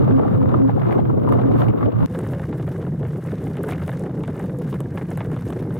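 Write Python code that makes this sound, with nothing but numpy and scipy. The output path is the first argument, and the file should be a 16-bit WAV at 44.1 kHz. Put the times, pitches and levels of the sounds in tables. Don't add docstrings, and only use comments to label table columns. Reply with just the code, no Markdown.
import sys
import numpy as np
from scipy import signal
from scipy.fft import rfft, irfft
from scipy.io import wavfile
from scipy.ndimage import uniform_filter1d, minimum_filter1d

SR = 44100
rng = np.random.default_rng(int(sys.argv[2]) if len(sys.argv) > 2 else 0)


def unload_wav(signal):
    wavfile.write(
        sys.argv[1],
        SR,
        np.round(np.clip(np.atleast_2d(signal).T, -1, 1) * 32767).astype(np.int16),
    )


N = 255339
JOIN_S = 2.06

# pitch_hz, level_db
FIRST_SHARED_COLOUR = [(18, -45.5), (30, -25.5), (48, -28), (95, -5), (117, 3.5), (161, -6.5), (264, -7.5),
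                       (362, -13.5), (662, -23), (931, -28), (1180, -26), (1660, -39.5), (3640, -58.5),
                       (5250, -67), (15800, -54.5)]
# pitch_hz, level_db
FIRST_OPPOSED_COLOUR = [(18, -49), (30, -32.5), (48, -16.5), (103, 1.5), (220, -1.5), (264, -9.5),
                        (301, -2.5), (509, -7), (596, -20.5), (1030, -22.5), (1240, -30.5), (2460, -48.5),
                        (3740, -57), (6830, -75), (10000, -75), (15800, -60.5)]
# pitch_hz, level_db
SECOND_SHARED_COLOUR = [(18, -45), (30, -40), (43, -33), (66, -13), (120, 1), (165, 3), (220, -8.5),
                        (264, -7.5), (435, -11.5), (680, -24.5), (1380, -29.5), (1660, -26.5), (4370, -47),
                        (9350, -39.5), (15800, -46.5)]
# pitch_hz, lean_share (-1 to 1)
LEAN_LEFT = [(25, -0.42), (60, -0.66), (110, -0.79), (200, 0.55), (700, 0.21), (1290, 0.043), (2400, 0.82),
             (4400, 0.37), (8000, 0.), (15000, 1)]
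# time_s, level_db
TYRE_RUMBLE = [(0, -23), (1.3, -26), (1.71, -22.5), (1.75, -35), (1.87, -19), (1.91, -34), (1.97, -25.5),
               (2.05, -26), (2.07, -43.5), (2.11, -30), (3.16, -29), (3.21, -36), (3.26, -30.5),
               (5.79, -30)]
# time_s, level_db
GRAVEL_CRUNCH = [(0.03, -31), (0.64, -36.5), (0.92, -28.5), (1.06, -35.5), (1.2, -36.5), (1.33, -28.5),
                 (1.5, -32.5), (1.575, -32), (1.63, -25.5), (1.7, -38.5), (1.76, -39), (1.85, -29.5),
                 (1.91, -39), (2.0, -34.5), (2.05, -28.5), (2.07, -51), (2.15, -38.5), (2.3, -44.5),
                 (2.85, -44.5), (3.2, -50), (3.26, -43), (3.66, -43.5), (3.71, -31.5), (3.77, -41),
                 (3.95, -40.5), (4.09, -50), (4.13, -53), (4.19, -45.5), (4.43, -41), (4.47, -48.5),
                 (4.78, -41.5), (4.91, -52), (4.98, -37), (5.06, -50.5), (5.11, -42), (5.79, -44.5)]
# peak_s, boost_db (over the steady grit)
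GRIT_SPRAYS = [(1.33, 6), (1.6, 9), (2.155, 4), (2.33, 6), (2.555, 5.5), (3.7, 6), (3.87, 5), (4.71, 8),
               (5.11, 4)]
# start_s, level_db, pitch_hz
DECK_KNOCKS = [(0.104, -32.5, 740), (0.1956, -23, 824), (0.25, -23.5, 704), (0.415, -29, 993),
               (0.5405, -18, 1126), (0.692, -23.5, 840), (0.776, -25.5, 660), (0.913, -31, 673),
               (0.988, -19, 740), (1.099, -28.5, 1090), (1.274, -25, 1088), (1.288, -26, 1023),
               (1.323, -21, 1120), (1.35, -22.5, 735), (1.399, -40, 670), (1.629, -25, 684),
               (1.828, -24, 1230), (1.857, -25.5, 640)]
# start_s, level_db
STONE_CRACKS = [(.109, -26.5), (0.194, -26.5), (0.54, -30), (.587, -43.5), (0.693, -34.5), (0.818, -32),
                (0.909, -32), (0.926, -30), (.983, -29.5), (1.053, -35.5), (1.289, -31), (1.323, -28.5),
                (1.398, -31.5), (1.54, -38.5), (1.618, -25), (1.684, -34.5), (1.81, -37.5), (1.828, -29.5),
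                (1.859, -30.5), (2.148, -30), (2.1891, -29), (2.205, -41), (2.231, -45), (2.265, -35.5),
                (2.335, -32.5), (2.375, -46), (2.396, -35.5), (2.5271, -29.5), (2.597, -36), (2.677, -35),
                (2.8267, -37), (2.8662, -37.5), (3.029, -36), (3.051, -36), (3.159, -41.5), (3.318, -39.5),
                (3.468, -36.5), (3.554, -40), (3.57, -38), (3.663, -46), (3.6381, -29), (3.689, -30),
                (3.708, -33.5), (3.7219, -29), (3.745, -42), (3.792, -42), (3.821, -38), (3.8788, -30.5),
                (3.8918, -31), (3.917, -35.5), (4.038, -38), (4.063, -37.5), (4.095, -37.5), (4.2065, -39),
                (4.2363, -36.5), (4.279, -34.5), (4.294, -38), (4.397, -34), (4.4407, -35.5), (4.496, -38),
                (4.7279, -26), (4.8036, -33), (4.974, -33), (5.013, -36), (5.113, -36), (5.1744, -31),
                (5.2057, -29.5), (5.248, -39), (5.316, -37.5), (5.3645, -31), (5.503, -33), (5.5258, -32.5),
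                (5.626, -41.5), (5.7067, -36.5), (5.766, -41)]
# start_s, level_db, pitch_hz
GRIT_TICKS = [(.928, -46, 11200), (1.292, -43, 11600), (1.326, -36, 12600), (1.685, -47, 10600),
              (2.1903, -33, 9050), (2.25, -50, 9750), (3.241, -45, 8560), (3.441, -46, 7880),
              (3.569, -46, 9000), (3.633, -31, 10300), (3.671, -48, 9500), (3.689, -41, 9150),
              (3.722, -39, 10600), (3.826, -46, 10400), (3.892, -46, 11000), (3.995, -41, 8460),
              (4.038, -45, 7800), (4.235, -49, 8830), (4.277, -45, 7940), (4.367, -46, 9900),
              (4.394, -41, 8900), (4.44, -46, 10200), (4.5877, -40.5, 9790), (4.699, -46.5, 9610),
              (4.745, -45, 10200), (4.8046, -36, 9000), (5.105, -43, 8510), (5.174, -35, 10000),
              (5.317, -45, 8500), (5.4863, -43.5, 8040), (5.505, -42, 8590), (5.534, -47, 7000)]
# peak_s, level_db, pitch_hz
HUM_SWELLS = [(.15, -11, 266.4), (0.419, -18, 267), (0.639, -10.5, 267.8), (1.32, -18, 254.5),
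              (1.469, -18.5, 269.5), (1.569, -24, 270.4), (1.65, -27, 239.9), (1.851, -20.5, 252.4),
              (2.041, -21, 266.7)]
# pitch_hz, width_hz, boost_db
FRAME_MODES = [(480, 25, 0), (2110, 110, 3.5), (2886, 190, 4.5), (3640, 310, 4)]

CRUNCH_MEAN_DB = (-36, -46)
GRIT_DB = (-69.5, -67.5)
GRIT_SLOPE = (.8, .5)
SNAP_EDGE_DB = (-18.5, -14.5)
HEADROOM_DB, CEILING_DB = (3.0, 4.5), (-7.9, -18.3)

SPRAY_S, SWELL_S = 0.014, 0.032
THUD_DB = 4
STRIKE = 2.73
SECOND_LINE, SECOND_LINE_DB = 1.96, -11
PORT_PHASE_RAD = (2.3, 2.84)
TOP_HZ = 15800


def ground(stretch, mid, side, crunch_bed, grit_bed):
    (rumble_db,), (crunch_db,) = track(TYRE_RUMBLE), track(GRAVEL_CRUNCH)
    crunch_db = crunch_db + 1.6 * walk(12)
    stones = grains(110, 5, .016)
    low = rumble(mid, side) + undb(-3.5) * deck_shake(mid, side) + undb(-19) * drone()
    return (undb(rumble_db) * low
            + undb(crunch_db) * crunch(stones, crunch_bed, mid, side)
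            + undb(grit_level(stretch, crunch_db)) * grit(stones, grit_bed, mid, side))


def rumble(mid, side):
    return layer(undb(1.7 * walk(12)), 12, 208, mid, side)


def deck_shake(mid, side):
    env = undb(1.7 * walk(9)) * (0.25 + 0.65 * grains(40, 3.1, 0.04))
    return layer(env, 204.0, 810, mid, side)


def drone():
    turn = 2 * np.pi * np.cumsum(480 * (1 + .1 * walk(4))) / SR
    hum = undb(4.4 * walk(6)) * walk(60) * np.sin(turn)
    return hum / np.sqrt(np.mean(hum ** 2))


def crunch(stones, bed, mid, side):
    total = 0
    for lo_hz, hi_hz, db in ((560, 1360, -6.5), (1230, 1660, -13.0), (2040, 5000, -23.5)):
        pebbles = grains(50, 5.5, .015)
        env = bed + 0.52 * stones + 0.88 * pebbles
        total = total + layer(env, lo_hz, hi_hz, mid, side) * undb(db)
    return total


def grit(stones, bed, mid, side):
    total = 0
    for lo_hz, hi_hz, db in ((4000, 4800, -3.0), (7000, 25600, -3.5), (11000, 31000, -5.5)):
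        specks = grains(35, 3.5, .008)
        env = undb(2.4 * walk(20)) * (bed + 0.12 * stones + 0.2 * specks)
        total = total + layer(env, lo_hz, hi_hz, mid, side) * undb(db)
    return total


def grit_level(stretch, crunch_db):
    t = np.arange(N) / SR
    level_db = GRIT_DB[stretch] + GRIT_SLOPE[stretch] * (crunch_db - CRUNCH_MEAN_DB[stretch])
    return level_db + sum(db * np.exp(-.5 * ((t - s) / SPRAY_S) ** 2) for s, db in GRIT_SPRAYS)


def cracks(out):
    for s, db in STONE_CRACKS:
        size = np.exp(.18 * rng.standard_normal())
        edge = undb(SNAP_EDGE_DB[int(s > JOIN_S)]) * burst(2540, 0.38, 0.018)
        snap = burst(1140 * size, 0.53, 0.022) + edge
        thud = burst(420 * size, .6, .04)
        add(out, s, undb(db) * (snap + undb(THUD_DB) * thud), 0)
        add(out, s + .016 * rng.random(), undb(db - 6) * snap[::-1], 0)


def knocks(out):
    for s, db, hz in DECK_KNOCKS:
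        ring = burst(hz, 0.16, 0.021)
        thump = undb(-4.5) * burst(368, 0.59, 0.038)
        add(out, s, undb(db) * (ring + thump), 2.5)


def ticks(out):
    for s, db, hz in GRIT_TICKS:
        dust = undb(-16) * burst(hz, .2, .045)
        add(out, s, undb(db) * (burst(hz, 0.39, 0.006) + dust), 0.5)


def motor():
    t = np.arange(N) / SR
    level = sum(undb(db) * np.exp(-.5 * ((t - s) / SWELL_S) ** 2) for s, db, _ in HUM_SWELLS)
    pitch_hz = track(HUM_SWELLS)[1] * (1 + 0.0034 * walk(30))
    turn = 2 * np.pi * np.cumsum(pitch_hz) / SR
    ear = np.array([[0], [1]])
    first_line = np.sin(turn + ear * PORT_PHASE_RAD[0])
    second_line = np.sin(SECOND_LINE * turn + ear * PORT_PHASE_RAD[1])
    return level * (first_line + undb(SECOND_LINE_DB) * second_line)


def hiss(hz, width, db):
    sos = signal.butter(2, [hz - width / 2, hz + width / 2], "band", fs=SR, output="sos")
    return undb(db) * signal.sosfilt(sos, rng.standard_normal((2, N)))


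def frame(x):
    f = np.fft.rfftfreq(N, 1 / SR)
    lift_db = sum(db / (1 + (2 * (f - hz) / width) ** 2) for hz, width, db in FRAME_MODES)
    return irfft(rfft(x) * undb(lift_db), N)


def layer(env, lo_hz, hi_hz, mid, side):
    f = np.fft.rfftfreq(N, 1 / SR) + 1
    band = 1 / np.sqrt((1 + (lo_hz / f) ** 6) * (1 + (f / hi_hz) ** 6))
    a, b = rfft(env * rng.standard_normal((2, N))) * band
    shared = irfft(a * mid, N)
    opposed = irfft(a * side[0] + b * side[1], N)
    return np.array([shared + opposed, shared - opposed]) / np.sqrt(np.mean(shared ** 2))


def grains(rate, scatter_db, t60):
    size_db = scatter_db * np.minimum(rng.exponential(size=N), 3.0)
    starts = (rng.random(N) < rate / SR) * undb(size_db)
    starts = uniform_filter1d(starts, int(t60 * SR / 2.5) + 1)
    env = signal.lfilter([1], [1, -1000 ** (-1 / (t60 * SR))], starts)
    return env / np.sqrt(np.mean(env ** 2))


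def burst(hz, width, t60):
    t = np.arange(2048) / SR
    high_hz = min(hz * (1 + width), .45 * SR)
    sos = signal.butter(3, [hz / (1 + width), high_hz], "band", fs=SR, output="sos")
    rise = 1 - np.exp(-t / (t60 / 30))
    rattle = rng.standard_normal((2, len(t))) * rise * 1000 ** (-t / t60)
    blow = STRIKE * (t == t[60])
    ring = signal.sosfilt(sos, rattle + blow)
    return ring / np.abs(ring).max(axis=1, keepdims=True)


def add(out, s, ring, side_db):
    m, d = ring[0], ring[1] * undb(side_db) * (s < JOIN_S)
    i = int((s - .001) * SR)
    out[:, i:i + len(m)] += np.array([m + d, m - d])[:, :N - i]


def walk(rate):
    k = int(SR / rate)
    return uniform_filter1d(np.repeat(rng.standard_normal(N // k + 1), k), k)[:N]


def track(table):
    s, *columns = np.transpose(table)
    return [np.interp(np.arange(N) / SR, s, c) for c in columns]


def over_hz(table):
    hz, value = np.transpose(table)
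    return np.interp(np.log(np.fft.rfftfreq(N, 1 / SR) + 1), np.log(hz), value)


def undb(db):
    return 10 ** (np.asarray(db) / 20)


def scene():
    lean = np.clip(over_hz(LEAN_LEFT), -1, 1)
    side = undb(over_hz(FIRST_OPPOSED_COLOUR)) * np.array([lean, np.sqrt(1 - lean ** 2)])
    wide = ground(0, undb(over_hz(FIRST_SHARED_COLOUR)), side, 1.17, 1.9)
    alike = ground(1, undb(over_hz(SECOND_SHARED_COLOUR)), 0 * side, 0.5, 0.28)
    wide = wide + motor()
    wide = wide + undb(1.8 * walk(15)) * hiss(15300, 900, -57.5)
    wide = wide + undb(2.5 * walk(5.5)) * hiss(12500, 3500, -71.5)
    alike = alike + hiss(5170, 3160, -68.5)
    stones = np.zeros((2, N))
    cracks(stones)
    knocks(stones)
    ticks(stones)
    return frame(np.where(np.arange(N) / SR >= JOIN_S, alike, wide) + stones)


def record(dry):
    late = (np.arange(N) / SR >= JOIN_S).astype(int)
    loud = dry * undb(HEADROOM_DB)[late]
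    hold = int(.0025 * SR)
    gain = np.minimum(1, undb(CEILING_DB)[late] / (np.abs(loud) + 1e-9)) ** .85
    gain = uniform_filter1d(minimum_filter1d(gain, hold), hold)
    top_cut = signal.ellip(10, .2, 80, TOP_HZ, fs=SR, output="sos")
    return signal.sosfilt(top_cut, loud * gain)


dry = scene()
out = record(dry)
unload_wav(out)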